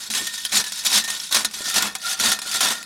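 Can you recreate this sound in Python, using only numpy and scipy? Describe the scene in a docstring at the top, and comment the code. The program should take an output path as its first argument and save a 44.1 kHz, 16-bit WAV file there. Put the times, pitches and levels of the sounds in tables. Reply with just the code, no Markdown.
"""Shovel in a gravel-filled tire

Outdoors, close to one microphone, a steel shovel jabs seven times into crushed stone packed in a tire
and drags back between jabs. Stones grind, chip and knock on the blade, which rings where it is free;
each jab shifts the deep gravel and booms the tire. Halfway through, the blade is turned from edge-on
to flat and rings lower. The ground and an earth bank scatter a little of it back."""
import sys
import numpy as np
from scipy import signal
from scipy.fft import rfft, irfft, next_fast_len
from scipy.io import wavfile
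from scipy.ndimage import uniform_filter1d, map_coordinates

SR = 44100
rng = np.random.default_rng(int(sys.argv[2]) if len(sys.argv) > 2 else 0)


def wrap_up_sound(samples):
    """Save the sound to the file named by the first command line argument, as 16-bit audio."""
    columns = np.atleast_2d(samples).T
    # keep every value between -1 and 1, then stretch to whole-number steps
    tamed = np.clip(columns, -1, 1)
    steps = np.round(tamed * 32767).astype(np.int16)
    wavfile.write(sys.argv[1], SR, steps)


N = 125685

# Single stones striking the blade. Each row: time in seconds, level in dB, deep gravel in dB relative
# to that level, seconds to fall 20 dB (a negative fall leaves only the crack and chip).
KNOCKS = [(0.101, -22, -6.5, 0.0623), (0.1374, -17, -10.5, 0.002), (.269, -19, -6.5, 0.0171),
          (0.338, -25.5, -14.5, 0.0403), (0.378, -26.5, -8, .02), (.450, -18, -8.5, 0.0204),
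          (0.522, -17, 3, -0.042), (.640, -22, -9.5, 0.0214), (0.7206, -21, -10, 0.0127),
          (0.839, -24.5, -7, -0.0259), (0.849, -18.5, -5.5, 0.0254), (0.863, -14, -9.5, 0.0243),
          (.949, -15.5, -10, 0.0068), (1.039, -23, -3.5, 0.0406), (1.077, -26.5, 2.5, 0.1367),
          (1.101, -18, -25, 0.0143), (1.31, -25.5, 2.5, 0.1056), (1.324, -13, -2, 0.0254),
          (1.346, -13, -5, 0.0271), (1.447, -14.5, -1.5, 0.021), (1.511, -28, 5.5, -0.0017),
          (1.536, -29, -4, 0.0379), (1.659, -27.5, 6.5, -0.2022), (1.699, -15.5, -12.5, -0.0091),
          (1.742, -14, -8.5, 0.0006), (1.824, -10.5, -6.5, -0.0076), (1.9514, -19.5, 5, 0.0167),
          (2.198, -14.5, -8, 0.0344), (2.317, -13, -6.5, 0.0343), (2.389, -23, 5.5, 0.0092),
          (2.417, -25, 0, 0.0332), (2.513, -25, -17, 0.224), (2.606, -15.5, 3, 0.1114),
          (2.828, -23.5, -9.5, -0.0831)]
KNOCK_RISE_S = 0.0012673


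def amp(db):
    """Decibels to gain."""
    return 10 ** (np.asarray(db) / 20)


def unit(x):
    """Scale to rms 1."""
    return x / np.sqrt(np.mean(x ** 2) + 1e-20)


def along(points, hz):
    """Interpolate (Hz, value) points on a log frequency axis."""
    freqs, values = np.transpose(points)
    return np.interp(np.log(hz + 1), np.log(freqs + 1), values)


def filtered(x, response):
    """Filter x by a complex response given as a function of Hz."""
    size = 2 * next_fast_len(N // 2 + 4096, real=True)
    return irfft(rfft(x, size) * response(np.fft.rfftfreq(size, 1 / SR)), size)[:N]


def coloured(x, spectrum):
    """Minimum-phase colouring by (Hz, dB) points that keeps the power of white noise."""
    def response(hz):
        cepstrum = irfft(np.log(unit(amp(along(spectrum, hz)))))
        half = len(cepstrum) // 2
        cepstrum[1:half] *= 2
        cepstrum[half + 1:] = 0
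        return np.exp(rfft(cepstrum))
    return filtered(x, response)


def ring(x, hz, width):
    """One resonance that keeps the power of white noise."""
    b, a = signal.iirpeak(hz, hz / width, SR)
    return signal.lfilter(b, a, x) * np.sqrt(SR / (np.pi * width))


def contacts(per_s, spread_db, even_s):
    """Sample positions and sizes of random stone contacts; neighbours within even_s share the load."""
    when, chance = rng.random((20000, 2))[:int(per_s * N / SR)].T
    at = (when * N).astype(int)
    size = amp(spread_db * np.minimum(-np.log(chance), 4))
    load = np.abs(uniform_filter1d(np.bincount(at, size ** 2, N), int(even_s * SR)))
    return at, size / np.sqrt(load[at] + 1e-9)


def clicks(per_s, spread_db, even_s):
    """Stone contacts as bare impulses of random sign."""
    at, size = contacts(per_s, spread_db, even_s)
    return np.bincount(at, size * np.sign(rng.standard_normal(N))[at], N)


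def crunch(force, per_s, spread_db, even_s, band_hz, cycles, samples):
    """Each contact rings one of 120 stones on three tones, as hard as the force at that moment."""
    at, blow = contacts(per_s, spread_db, even_s)
    n = np.arange(samples)
    step = rng.uniform(*band_hz, (3, 120, 1)) / SR
    tones = np.sqrt(step) * np.sin(2 * np.pi * step * n) * np.exp(-step * n / cycles)
    stones = tones.sum(0) * (1 - n / samples)
    stones /= np.linalg.norm(stones, axis=1, keepdims=True)
    blow *= np.sqrt(N / np.sum(blow ** 2))
    blow *= (force * np.sign(rng.random(N) - .5))[at]
    struck = stones[rng.integers(len(stones), size=N)[at]]
    return np.bincount((at[:, None] + n).ravel(), (blow[:, None] * struck).ravel(), N)[:N]


def push(s, hold, rise, fall):
    """Slice and gain of one push, full at s; rise and fall are seconds per 20 dB."""
    span = slice(max(int((s - 2 * rise) * SR), 0), min(int((s + hold + 2 * fall) * SR), N))
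    t = np.arange(span.start, span.stop) / SR - s
    return span, amp(-20 * (np.maximum(-t, 0) / rise + np.maximum(t - hold, 0) / fall))


def forces():
    """How hard the shovel works the top stones, the deep gravel and the tire wall; pushes add in power."""
    # Jabs, the fifth in two pushes. Each row: time of full force, hold, rise and fall in seconds,
    # level in dB, then deep gravel and tire in dB relative to that level.
    jabs = [(0.148, 0.03814, 0.0202, 0.06546, -21, -0.5, -5),
            (.564, 0.012518, 0.05332, 0.04203, -14, -5, 0), (.95, 0.035927, 0.10153, 0.03834, -14, -1, -4),
            (1.347, 0.016563, 0.00789, 0.08993, -17, 5, -2.5),
            (1.764, 0.0204, 0.03278, 0.02073, -13.5, 0.5, -3.5),
            (1.817, 0.04446, 0.0544, 0.06162, -24.5, 8.5, 5),
            (2.248, 0.03831, 0.07711, 0.08291, -17.5, 2, 2),
            (2.635, 0.03623, 0.02833, 0.12825, -21.5, 5, 2)]
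    # Light drags over the top stones. Each row: as for a jab, without the tire.
    drags = [(.004, 0.07073, 0.01287, 0.03488, -34, -4), (0.217, 0.05815, 0.0214, 0.0744, -32, -4),
             (0.316, 0.13845, 0.04455, 0.1003, -34, -10), (0.524, 0.02354, 0.01302, 0.0422, -22, 3),
             (0.596, 0.01819, 0.0204, 0.02018, -23, 3.5), (0.663, 0.01021, 0.01315, 0.0665, -27.5, -6.5),
             (.782, 0.009086, 0.10286, 0.07437, -26.5, -9.5),
             (0.856, 0.01253, 0.004406, 0.02542, -18.5, -5), (1.082, 0.06777, 0.0083, 0.09844, -30, -0.5),
             (1.197, 0.04674, 0.127, 0.1533, -31.5, -10.5), (1.542, 0.07324, 0.03295, 0.1002, -32, -2),
             (1.657, 0.0571, 0.047, 0.07265, -25.5, -10), (2.058, 0.0289, 0.07385, 0.0756, -25.5, -9.5),
             (2.106, 0.025503, 0.0321, 0.02732, -22, -6.5), (2.46, 0.05755, 0.02544, 0.0336, -29.5, -3),
             (2.549, 0.01024, 0.0442, 0.0685, -20.5, -4.5), (2.707, 0.01533, 0.00703, 0.02189, -21.5, 5)]
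    # Dull shoves against the tire. Each row: time in seconds, level in dB.
    thuds = [(0.1, -21.5), (0.211, -15.5), (1.445, -20), (1.666, -19.5), (2.206, -17.5), (2.545, -17)]
    shake_db, knock_tire_db, trickle_db = -5, -9.5, -49  # little of a single knock reaches the tire
    pushes = jabs + [(*row, row[-1] + shake_db) for row in drags]
    for s, db, deep_db, fall in KNOCKS:
        pushes.append((s + KNOCK_RISE_S / 2, 0, KNOCK_RISE_S, fall, db, deep_db, knock_tire_db))
    top, deep, wall = np.zeros((3, N))
    for s, hold, rise, fall, db, deep_db, tire_db in pushes:
        span, gain = push(s, hold, rise, fall)
        top[span] += (gain * amp(db)) ** 2
        deep[span] += (gain * amp(db + deep_db)) ** 2
        wall[span] += (gain * amp(db + tire_db)) ** 2
    for s, db in thuds:
        span, gain = push(s, hold=0, rise=0.02088, fall=0.06342)
        wall[span] += (gain * amp(db)) ** 2
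    return np.sqrt(top + amp(trickle_db) ** 2), np.sqrt(deep), np.sqrt(wall)


def slips(swing_db=1.2686, per_s=160):
    """Stones stick and slip under the steady push, so the grinding force swings quickly at random."""
    position = np.arange(N) * per_s / SR
    return amp(swing_db * map_coordinates(rng.standard_normal(1200), [position]))


def air():
    """Quiet outdoor air at the microphone: a steady low noise."""
    # Spectrum of the air. Each row: frequency in Hz, relative level in dB.
    spectrum = [(30, -20), (62, 4), (100, -5), (200, 5.5), (400, -7), (1500, -13.5), (5000, -14.5),
                (16000, -40)]
    return amp(-58) * coloured(rng.standard_normal(N), spectrum)


def top_stones(force):
    """Sharp stones grind on steel: dense short grains, sparser clinks, clicking pebbles and fine grit."""
    # Spectrum of the grinding. Each row: frequency in Hz, relative level in dB.
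    spectrum = [(100, -34), (600, -41), (1200, -15), (2000, -4.5), (2600, -4.5), (3400, -0.5215), (5500, 0),
                (7600, -3.5), (9500, -5.5), (12000, -12), (14500, -16), (16000, -23)]
    grains = crunch(force, per_s=2200, spread_db=0.5, even_s=0.003,
                    band_hz=(1247.2, 16568), cycles=4.96, samples=100)
    clinks = crunch(force, per_s=600, spread_db=-1, even_s=0.0051,
                    band_hz=(3101.8, 13989), cycles=90.85, samples=1000)
    # Loose pebbles stand out most under a light touch.
    pebbles = crunch(force ** 0.5509, per_s=90, spread_db=3, even_s=0.04,
                     band_hz=(2380.5, 11899), cycles=30.51, samples=500)
    grit = force * rng.standard_normal(N)
    grinding = amp(-2) * grains + amp(-3) * clinks + amp(-20.5) * pebbles + amp(-7) * grit
    return amp(-4) * coloured(grinding, spectrum)


def deep_gravel(force):
    """Duller clatter of the stones shifting underneath."""
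    # Spectrum of the buried stones. Each row: frequency in Hz, relative level in dB.
    spectrum = [(30, -34.5), (150, -13.5), (300, -7.5), (470, -7), (700, -4.5), (1000, 2), (1500, 0),
                (2200, -2.5), (3200, -3), (8000, -39)]
    clatter = unit(clicks(per_s=900, spread_db=3, even_s=0.046)) + amp(2) * rng.standard_normal(N)
    return amp(-12) * coloured(force * unit(clatter), spectrum)


def blade(force, mid_turn_s=1.5604, turn_takes_s=0.1559):
    """Scraping rings the steel blade, whose mix of modes changes as it turns."""
    # Blade modes. Each row: frequency and width in Hz, relative level in dB edge-on, then flat.
    modes = [(669.69, 19.4, -56.5, -18), (776.36, 43.45, -41.5, -10.5), (995.5, 53.33, -13.5, -13.5),
             (1367.6, 20.12, -36, -5.5), (1418.1, 26.29, -10.5, 2), (1469.2, 40.7, -4.5, -13.5),
             (1681.4, 66.5, -11.5, -6), (1816.9, 20.815, -6.5, -1), (2557.3, 7.82, -17, -10.5),
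             (3405.8, 41.28, -4.5, -1.5), (3786.7, 71.7, -0.5, -20), (3645.5, 26.23, -13.5, -2),
             (4964.9, 21.5, -14.5, -10.5), (5248.9, 46.2, 1, -2)]
    # The ring grows more slowly than the force: gravel damps a buried blade.
    drive = force ** 0.8574 * clicks(per_s=1500, spread_db=5.5, even_s=0.032)
    turned = np.clip((np.arange(N) / SR - mid_turn_s) / turn_takes_s + .5, 0, 1)
    ringing = sum(ring(drive * amp(edge_db + (flat_db - edge_db) * turned), hz, width)
                  for hz, width, edge_db, flat_db in modes)
    return amp(-32) * unit(ringing)


def tire(force, low_hz=45, high_hz=600):
    """The hollow rubber wall booms as gravel is rammed against it."""
    # Tire modes. Each row: frequency and width in Hz, relative level in dB.
    modes = [(65.85, 39.23, -13.5), (118.23, 49, -16.5), (211.37, 27.094, 1), (312.17, 133.1, -8)]
    drive = force * rng.standard_normal(N)
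    boom = sum(amp(db) * ring(drive, hz, width) for hz, width, db in modes)
    boom = filtered(boom, lambda hz: (1j * hz / (low_hz + 1j * hz)) ** 2 / (1 + 1j * hz / high_hz))
    return amp(-46) * unit(boom)


def cracks():
    """Each knock opens with a hard crack, and a bright splintering where the edge bites."""
    def noise(hz, kind):
        sos = signal.butter(2, hz, kind, fs=SR, output="sos")
        return unit(signal.sosfilt(sos, rng.standard_normal(N)))
    crack, chip = np.zeros((2, N))
    for s, db, *_ in KNOCKS:
        peak_s = s + KNOCK_RISE_S / 2
        span, gain = push(peak_s, hold=0, rise=KNOCK_RISE_S, fall=0.008227)
        crack[span] += amp(db - 3.5) * gain
        span, gain = push(peak_s, hold=0, rise=KNOCK_RISE_S, fall=0.007614)
        chip[span] += amp(1.9573 * db + 3.5) * gain  # hard knocks splinter far more than soft ones
    return crack * noise((1424.3, 8750), "band") + chip * noise(5380, "high")


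def singing(wander_hz=21.427):
    """Clear of the gravel, the blade sings on one mode with a slightly unsteady pitch."""
    # Blade tones. Each row: time of full level, hold and rise in seconds, pitch in Hz, level in dB.
    tones = [(.2, 0.01336, .021, 1823, -34.5), (.27, 0.01606, 0.00677, 1831, -32.5),
             (.38, .0045, 0.005697, 1838, -37), (.54, 0.1469, 0.020527, 1734, -42),
             (1.02, 0.08854, .02, 1834, -35.5), (1.651, 0.01304, 0.03703, 1440, -38),
             (1.811, 0.00324, .02, 1439, -27), (2.05, 0.04173, 0.037576, 1404, -30),
             (2.322, 0.01366, .005, 1836, -37.5), (2.465, 0.03789, 0.04177, 1431, -35),
             (2.71, 0.1071, .03, 1425, -41.5), (2.71, 0.0655, .02, 1842, -38)]
    out = np.zeros(N)
    waver = unit(uniform_filter1d(rng.standard_normal(N), SR // 100))
    for s, hold, rise, hz, db in tones:
        span, gain = push(s, hold, rise, fall=0.0677)
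        phase = 2 * np.pi * np.cumsum(hz + wander_hz * waver[span]) / SR
        out[span] += np.sqrt(2) * amp(db) * gain * np.sin(phase)
    return out


def clunks(t60_s=0.04595):
    """A few hollow wooden knocks sound, each on a few quickly damped modes."""
    # Wooden knocks. Each row: start in seconds, level in dB.
    bumps = [(1.568, -47), (1.607, -34), (2.461, -41)]
    # Modes of a clunk. Each row: frequency in Hz, relative level in dB.
    modes = [(240, -11), (345, -6), (415, -2), (560, -0.5)]
    out = np.zeros(N)
    t = np.arange(SR // 10) / SR
    tone = sum(amp(db - 60 * t / t60_s) * np.sin(2 * np.pi * hz * t) for hz, db in modes)
    for s, db in bumps:
        out[int(s * SR):][:len(t)] += amp(db) * tone
    return out


def yard(x):
    """Short scatter reaching the microphone from the ground and the earth bank."""
    # Decay of the scatter. Each row: frequency in Hz, seconds to fall 60 dB.
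    t60 = [(200, 0.4), (2000, 0.20564), (6000, 0.07055)]
    hz, t, noise = signal.stft(rng.standard_normal(SR // 2), SR, nperseg=256)
    decay = amp(-60 * t / along(t60, hz)[:, None])
    tail = signal.istft(noise * decay, SR, nperseg=256)[1]
    return amp(-14.5) * signal.fftconvolve(x, tail / np.linalg.norm(tail))[:N]


def scene():
    """Shovel, gravel and tire close up in mono, with the yard and quiet air behind them."""
    top, deep, wall = forces()
    slip = slips()
    stones = top_stones(top * slip) + deep_gravel(deep * slip)
    work = stones + blade(top) + singing() + cracks() + clunks() + tire(wall)
    return (work + air() + yard(work))[None]


def record(dry):
    """The recorder rounds the highest peaks and keeps nothing above its band limit."""
    ceiling, limit_hz = 0.72, 16100
    rounded = dry[0] / (1 + (dry[0] / ceiling) ** 4) ** (1 / 4)
    return filtered(rounded, lambda hz: hz < limit_hz)[None]


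dry = scene()
out = record(dry)
wrap_up_sound(out)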